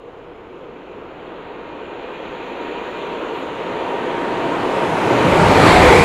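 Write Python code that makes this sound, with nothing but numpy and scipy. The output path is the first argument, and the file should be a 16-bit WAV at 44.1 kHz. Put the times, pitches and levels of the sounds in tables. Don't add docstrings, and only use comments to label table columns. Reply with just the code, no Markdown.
import sys
import numpy as np
from scipy import signal
from scipy.io import wavfile
from scipy.ndimage import uniform_filter1d

SR = 44100
rng = np.random.default_rng(int(sys.argv[2]) if len(sys.argv) > 2 else 0)


def attenuation_scalar(level_db):
    decades = np.asarray(level_db, float) / 20
    return 10 ** decades


def store_pcm(level_fs):
    pcm = np.round(np.clip(level_fs, -1, 1) * 32767).astype(np.int16)
    wavfile.write(sys.argv[1], SR, np.atleast_2d(pcm).T)


N = 266364
TIME = np.arange(N) / SR
FRAME, HOP = 2048, 512
STEADY = 0.3


def set_rms(x, db):
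    return x * attenuation_scalar(db) / np.sqrt(np.mean(x ** 2))


def swell(t, length_s):
    return np.exp(-0.5 * ((TIME - t) / (0.43 * length_s)) ** 2)


def walk(rate_hz, count):
    hold = int(SR / rate_hz / HOP) + 1
    steps = rng.standard_normal((count, N // HOP // hold + 3))
    x = np.repeat(steps, hold, axis=1)
    x = uniform_filter1d(uniform_filter1d(x, hold, axis=1), hold, axis=1)
    return x[:, :N // HOP + 3] / x.std()


def coloured(spectrum, lo_hz, hi_hz, patchy_db, flicker_db, loss_db_per_khz=None):
    hz, t, z = signal.stft(rng.standard_normal(N), SR, nperseg=FRAME, noverlap=FRAME - HOP)
    f, db = np.transpose(spectrum)
    db = np.interp(np.log(hz + 1), np.log(f), db)
    inside = (hz > lo_hz) & (hz < hi_hz)
    db -= 10 * np.log10(np.sum(attenuation_scalar(2 * db[inside])) / len(hz))
    band = (np.sqrt(hz) / 5).astype(int)
    wander = patchy_db * walk(6, count=30) + flicker_db * walk(20, count=30)
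    db = db[:, None] + wander[band, :len(t)]
    if loss_db_per_khz is not None:
        khz_above = hz / 1000 - lo_hz / 500
        db = db - np.outer(khz_above, np.interp(t, TIME, loss_db_per_khz))
    return signal.istft(z * attenuation_scalar(db), SR, nperseg=FRAME, noverlap=FRAME - HOP)[1][:N]


def resonance(hz, width_hz, steady):
    step = 16
    sos = signal.butter(3, width_hz / 2, fs=SR / step, output="sos")
    slow = signal.sosfilt(sos, rng.standard_normal((2, 2 * N // step)))
    slow = slow[:, -(N // step + 2):]
    slow = slow / (np.hypot(*slow) + 1e-9) ** steady
    a, b = (np.interp(TIME, np.arange(len(v)) * step / SR, v) for v in slow)
    phase = 2 * np.pi * np.cumsum(hz * np.ones(N)) / SR
    return set_rms(a * np.cos(phase) + b * np.sin(phase), 0)


def heard(alongside_db, arrives_s, spread_db, shade_db_per_m, floor_db, surges=()):
    speed_m_s, platform_m = 38.55, 8.36
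    metres = np.hypot(speed_m_s * np.maximum(arrives_s - TIME, 0), platform_m)
    db = alongside_db - spread_db * np.log10(metres / platform_m)
    db = db - shade_db_per_m * (metres - platform_m)
    db = 10 * np.log10(attenuation_scalar(2 * db) + attenuation_scalar(2 * floor_db))
    return db + sum(lift_db * swell(t, length_s) for t, length_s, lift_db in surges)


def facing():
    return swell(2.77, 1.73)


def fields():
    # [f/Hz, level/dB per Hz]
    murmur = [(13, -45), (22, -9), (76, -22), (222, -26), (285, -1), (493, 16.5), (649, -8), (854, -25),
              (1480, -30), (2870, -10), (4230, -44), (5200, -63), (6760, -81), (11400, -120)]
    return set_rms(coloured(murmur, 22, 15000, patchy_db=1.0, flicker_db=0.51), -44.5)


def sparks():
    # [t/s, length/s, f/Hz, width/Hz, level/dB]
    arcs = [
        (3.111, .04, 13000, 4000, -78),
        (3.21, .035, 13500, 4000, -75),
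        (3.385, .09, 13100, 500, -75),
        (3.375, .07, 13000, 4500, -76),
    ]
    out = 0
    for t, length_s, hz, width_hz, db in arcs:
        sos = signal.butter(2, [hz - width_hz / 2, hz + width_hz / 2], "band", fs=SR, output="sos")
        hiss = set_rms(signal.sosfilt(sos, rng.standard_normal(N)), db)
        out = out + swell(t, length_s) * hiss
    return out


def wire():
    # [f/Hz, level/dB per Hz]
    hiss = [(3060, -36), (5200, -12), (6200, -1), (6900, 1.5), (7200, 4), (7320, -8), (7900, -13),
            (10300, -19), (11300, -19), (13000, -14), (15500, -21)]
    db = heard(alongside_db=-38, arrives_s=5.75, spread_db=21, shade_db_per_m=0.05, floor_db=-95)
    db = db + 7 * facing()
    return attenuation_scalar(np.minimum(db - 2.5, -48)) * coloured(hiss, 6150, 7400, patchy_db=0.6, flicker_db=1.5)


def air_rush():
    # [f/Hz, level/dB per Hz]
    rush = [(350, -28), (600, 5.5), (850, 7), (1200, 1.5), (1700, -1), (2240, 0), (2830, -9), (4400, -11),
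            (5340, -16.5), (8640, -20), (10500, -25.5), (12000, -32), (15500, -40)]
    # [t/s, length/s, lift/dB]
    gusts = [
        (3.3, 0.75, 3.5),
        (4.0, 1.7, 4.2),
        (4.8, .3, 1.4),
        (5.42, 0.18, 1.4),
        (5.69, 0.089, 1.6),
        (5.92, .1, 1),
    ]
    db = heard(alongside_db=-35, arrives_s=5.75, spread_db=21.5, shade_db_per_m=0.23, floor_db=-89,
               surges=gusts)
    loss = 0.0093 * (db.max() - db)
    return attenuation_scalar(db) * coloured(rush, 6380, 11000, 0.95, 1.3, loss)


def ground_thud():
    # [f/Hz, level/dB per Hz]
    ground = [(12, -41), (22, -8.5), (35, -11), (55, -8), (75, -7.5), (100, -14.5), (180, -92)]
    # [t/s, length/s, lift/dB]
    bumps = [
        (.75, .25, -3),
        (2.73, .12, 4),
        (4.19, .12, 6),
        (4.5, 1.4, 3),
        (4.75, .2, 4),
        (5.32, 0.088, 5),
        (5.86, .3, 5.5),
    ]
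    db = heard(alongside_db=-27.5, arrives_s=5.5, spread_db=60, shade_db_per_m=1, floor_db=-56,
               surges=bumps)
    thud = coloured(ground, 22, 65, patchy_db=0.55, flicker_db=0.3)
    thin = signal.sosfilt(signal.butter(2, 52, "high", fs=SR, output="sos"), thud)
    near = np.clip((db + 48) / 12, 0, 1)
    return attenuation_scalar(db) * ((1 - near) * thud + 1.06 * near * thin)


def bogie_rumble():
    # [f/Hz, level/dB per Hz]
    rumble = [(35, -46), (60, -40), (81, 0.5), (124, 4.5), (178, 4), (204, 0.5), (230, -7.5), (300, -0.5),
              (510, -120)]
    # [t/s, length/s, lift/dB]
    jolts = [
        (.99, .1, 5.5),
        (2.84, 0.092, 5),
        (3.55, .1, 6.5),
        (3.73, 0.089, 8),
        (4.27, 0.14, -2.5),
        (4.72, 0.18, -5),
        (4.93, .1, 1),
        (5.17, 0.13, -2),
        (5.62, .12, 1.5),
        (5.91, .1, -5),
    ]
    db = heard(alongside_db=-20, arrives_s=5.5, spread_db=10, shade_db_per_m=0.32, floor_db=-53.5,
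               surges=jolts)
    return attenuation_scalar(db) * coloured(rumble, 70, 200, patchy_db=0.6, flicker_db=1.0)


def rails():
    # [f/Hz, level/dB per Hz]
    roar = [(88, -48), (150, -12), (226, -6), (350, 1), (504, -2.06), (794, -6), (1040, -7), (1550, -12),
            (1750, -15.5), (2880, -15.5), (3400, -20), (4200, -26), (4700, -37.5), (5500, -66)]
    # [f/Hz, width/Hz, level/dB against the roar, family number]
    modes = [(435, 91, -9, 0), (496, 61, -10, 0), (929.4, 26.4, -12, 1), (955, 32.5, -14.5, 1),
             (1538, 19, -23, 2), (1800, 8.5, -25, 2), (1870, 12.6, -24, 2), (2025, 9.3, -33, 2),
             (2422, 24, -21.5, 3), (2610, 170, -23.5, 3), (7100, 28, -50, 1)]
    # [family number, t/s, length/s, level/dB]
    turns = [(0, .1, .8, 0.5), (0, .85, .8, 4.5), (0, 2.3, 2.6, -1.5), (0, 3.39, .7, 1.6),
             (0, 4.05, .5, -2.5), (0, 5.42, .3, -2), (1, 0.81, .7, -7.5), (1, 1.77, 0.93, 0),
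             (1, 2.75, 0.91, 3), (1, 3.88, 1.16, 4), (1, 5.06, 1.3, 1), (2, 2.4, 1.9, .3), (2, 4, 1.1, 1.8),
             (2, 4.9, .9, 1.5), (2, 7, .3, -3), (3, 0.85, .5, -0.5), (3, 1.85, 0.65, 1), (3, 2.6, 1.7, 2.5),
             (3, 3.6, .7, -4), (3, 5.08, .9, -2)]
    # [t/s, factor]
    doppler = [
        (0, 1.0),
        (5.15, 1.0),
        (5.45, .985),
        (5.7, .95),
        (6.04, .91),
    ]
    # [t/s, length/s, lift/dB]
    surges = [
        (1.35, 0.53, 1.5),
        (2.15, 0.77, 1.36),
        (2.696, 0.61, 1.16),
        (3.2, 0.26, 1.4),
        (3.495, 0.17, -1.1),
        (3.8, 0.37, 0.7),
        (4.3, .5, 1.1),
        (4.954, 0.13, -2),
        (5.21, .12, 1),
        (6.05, .15, -2),
    ]
    db = heard(alongside_db=-10.1, arrives_s=5.62, spread_db=10.5, shade_db_per_m=0.0679, floor_db=-70,
               surges=surges)
    far_loss = 0.1 * np.maximum(-31.5 - db, 0)
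    loss = 1.27 - 1.22 * facing() + far_loss
    family = np.full((4, N), attenuation_scalar(-13))
    for k, t, length_s, turn_db in turns:
        k = int(round(k))
        family[k] = np.hypot(family[k], attenuation_scalar(turn_db) * swell(t, length_s))
    factor = np.interp(TIME, *np.transpose(doppler))
    song = 0
    for hz, width_hz, mode_db, k in modes:
        tone = resonance(hz * factor, width_hz, STEADY * (width_hz < 30))
        song = song + attenuation_scalar(mode_db) * family[int(round(k))] * tone
    return attenuation_scalar(db - 2.0) * (coloured(roar, 225, 1650, 0.4, 0.82, loss) + song)


def wheels():
    # [t/s, length/s, start f/Hz, end f/Hz, level/dB]
    rings = [(5.355, 0.197, 520, 630, -20.5), (5.329, 0.22, 410, 400, -25), (5.71, .17, 2350, 2000, -23),
             (5.771, 0.14, 730, 700, -17), (5.87, 0.1, 530, 480, -12.5), (5.99, 0.13, 500, 460, -12.5),
             (5.918, 0.108, 950, 820, -16), (6.002, 0.114, 2300, 2350, -21.5),
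             (5.83, 0.16, 2200, 2100, -31), (5.67, 0.1195, 1300, 950, -18.5), (5.55, 0.043, 900, 890, -22)]
    # [t/s, length/s, start f/Hz, end f/Hz, level/dB]
    howls = [
        (5.9, 0.261, 2200, 2050, -22.5),
        (5, 0.298, 850, 760, -26.5),
        (5.88, 0.21, 800, 810, -21),
        (5.66, 0.196, 850, 820, -22),
        (5.92, .2, 450, 420, -17.5),
        (5.45, 0.22, 800, 780, -21),
    ]
    out = 0
    for passing, sharpness in ((rings, 13), (howls, 4.5)):
        for t, length_s, start_hz, end_hz, db in passing:
            glide = np.interp(TIME, [t - length_s / 2, t + length_s / 2], [start_hz, end_hz])
            width_hz = start_hz / sharpness
            tone = resonance(glide, width_hz, STEADY * (width_hz < 70))
            out = out + attenuation_scalar(db) * swell(t, length_s) * tone
    return out


def scene():
    background = fields() + sparks() + wire()
    train = air_rush() + ground_thud() + bogie_rumble() + rails() + wheels()
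    return (background + train)[None]


def band_limit(x):
    return signal.sosfilt(signal.butter(12, 15610, fs=SR, output="sos"), x)


def record(dry):
    # [f/Hz, level/dB per Hz]
    hiss = [(2940, -32), (5000, 3), (6510, -10), (6800, -1), (7060, -1), (7470, -11.5), (10600, -13),
            (13200, -12.5), (14300, -10), (15500, -17)]
    x = dry + set_rms(coloured(hiss, 5000, 15500, patchy_db=0.6, flicker_db=1.2), -77)
    x = x / (1 + np.abs(x / 1.25) ** 8) ** (1 / 8)
    return band_limit(np.clip(x, -1, 1))


dry = scene()
out = record(dry)
store_pcm(out)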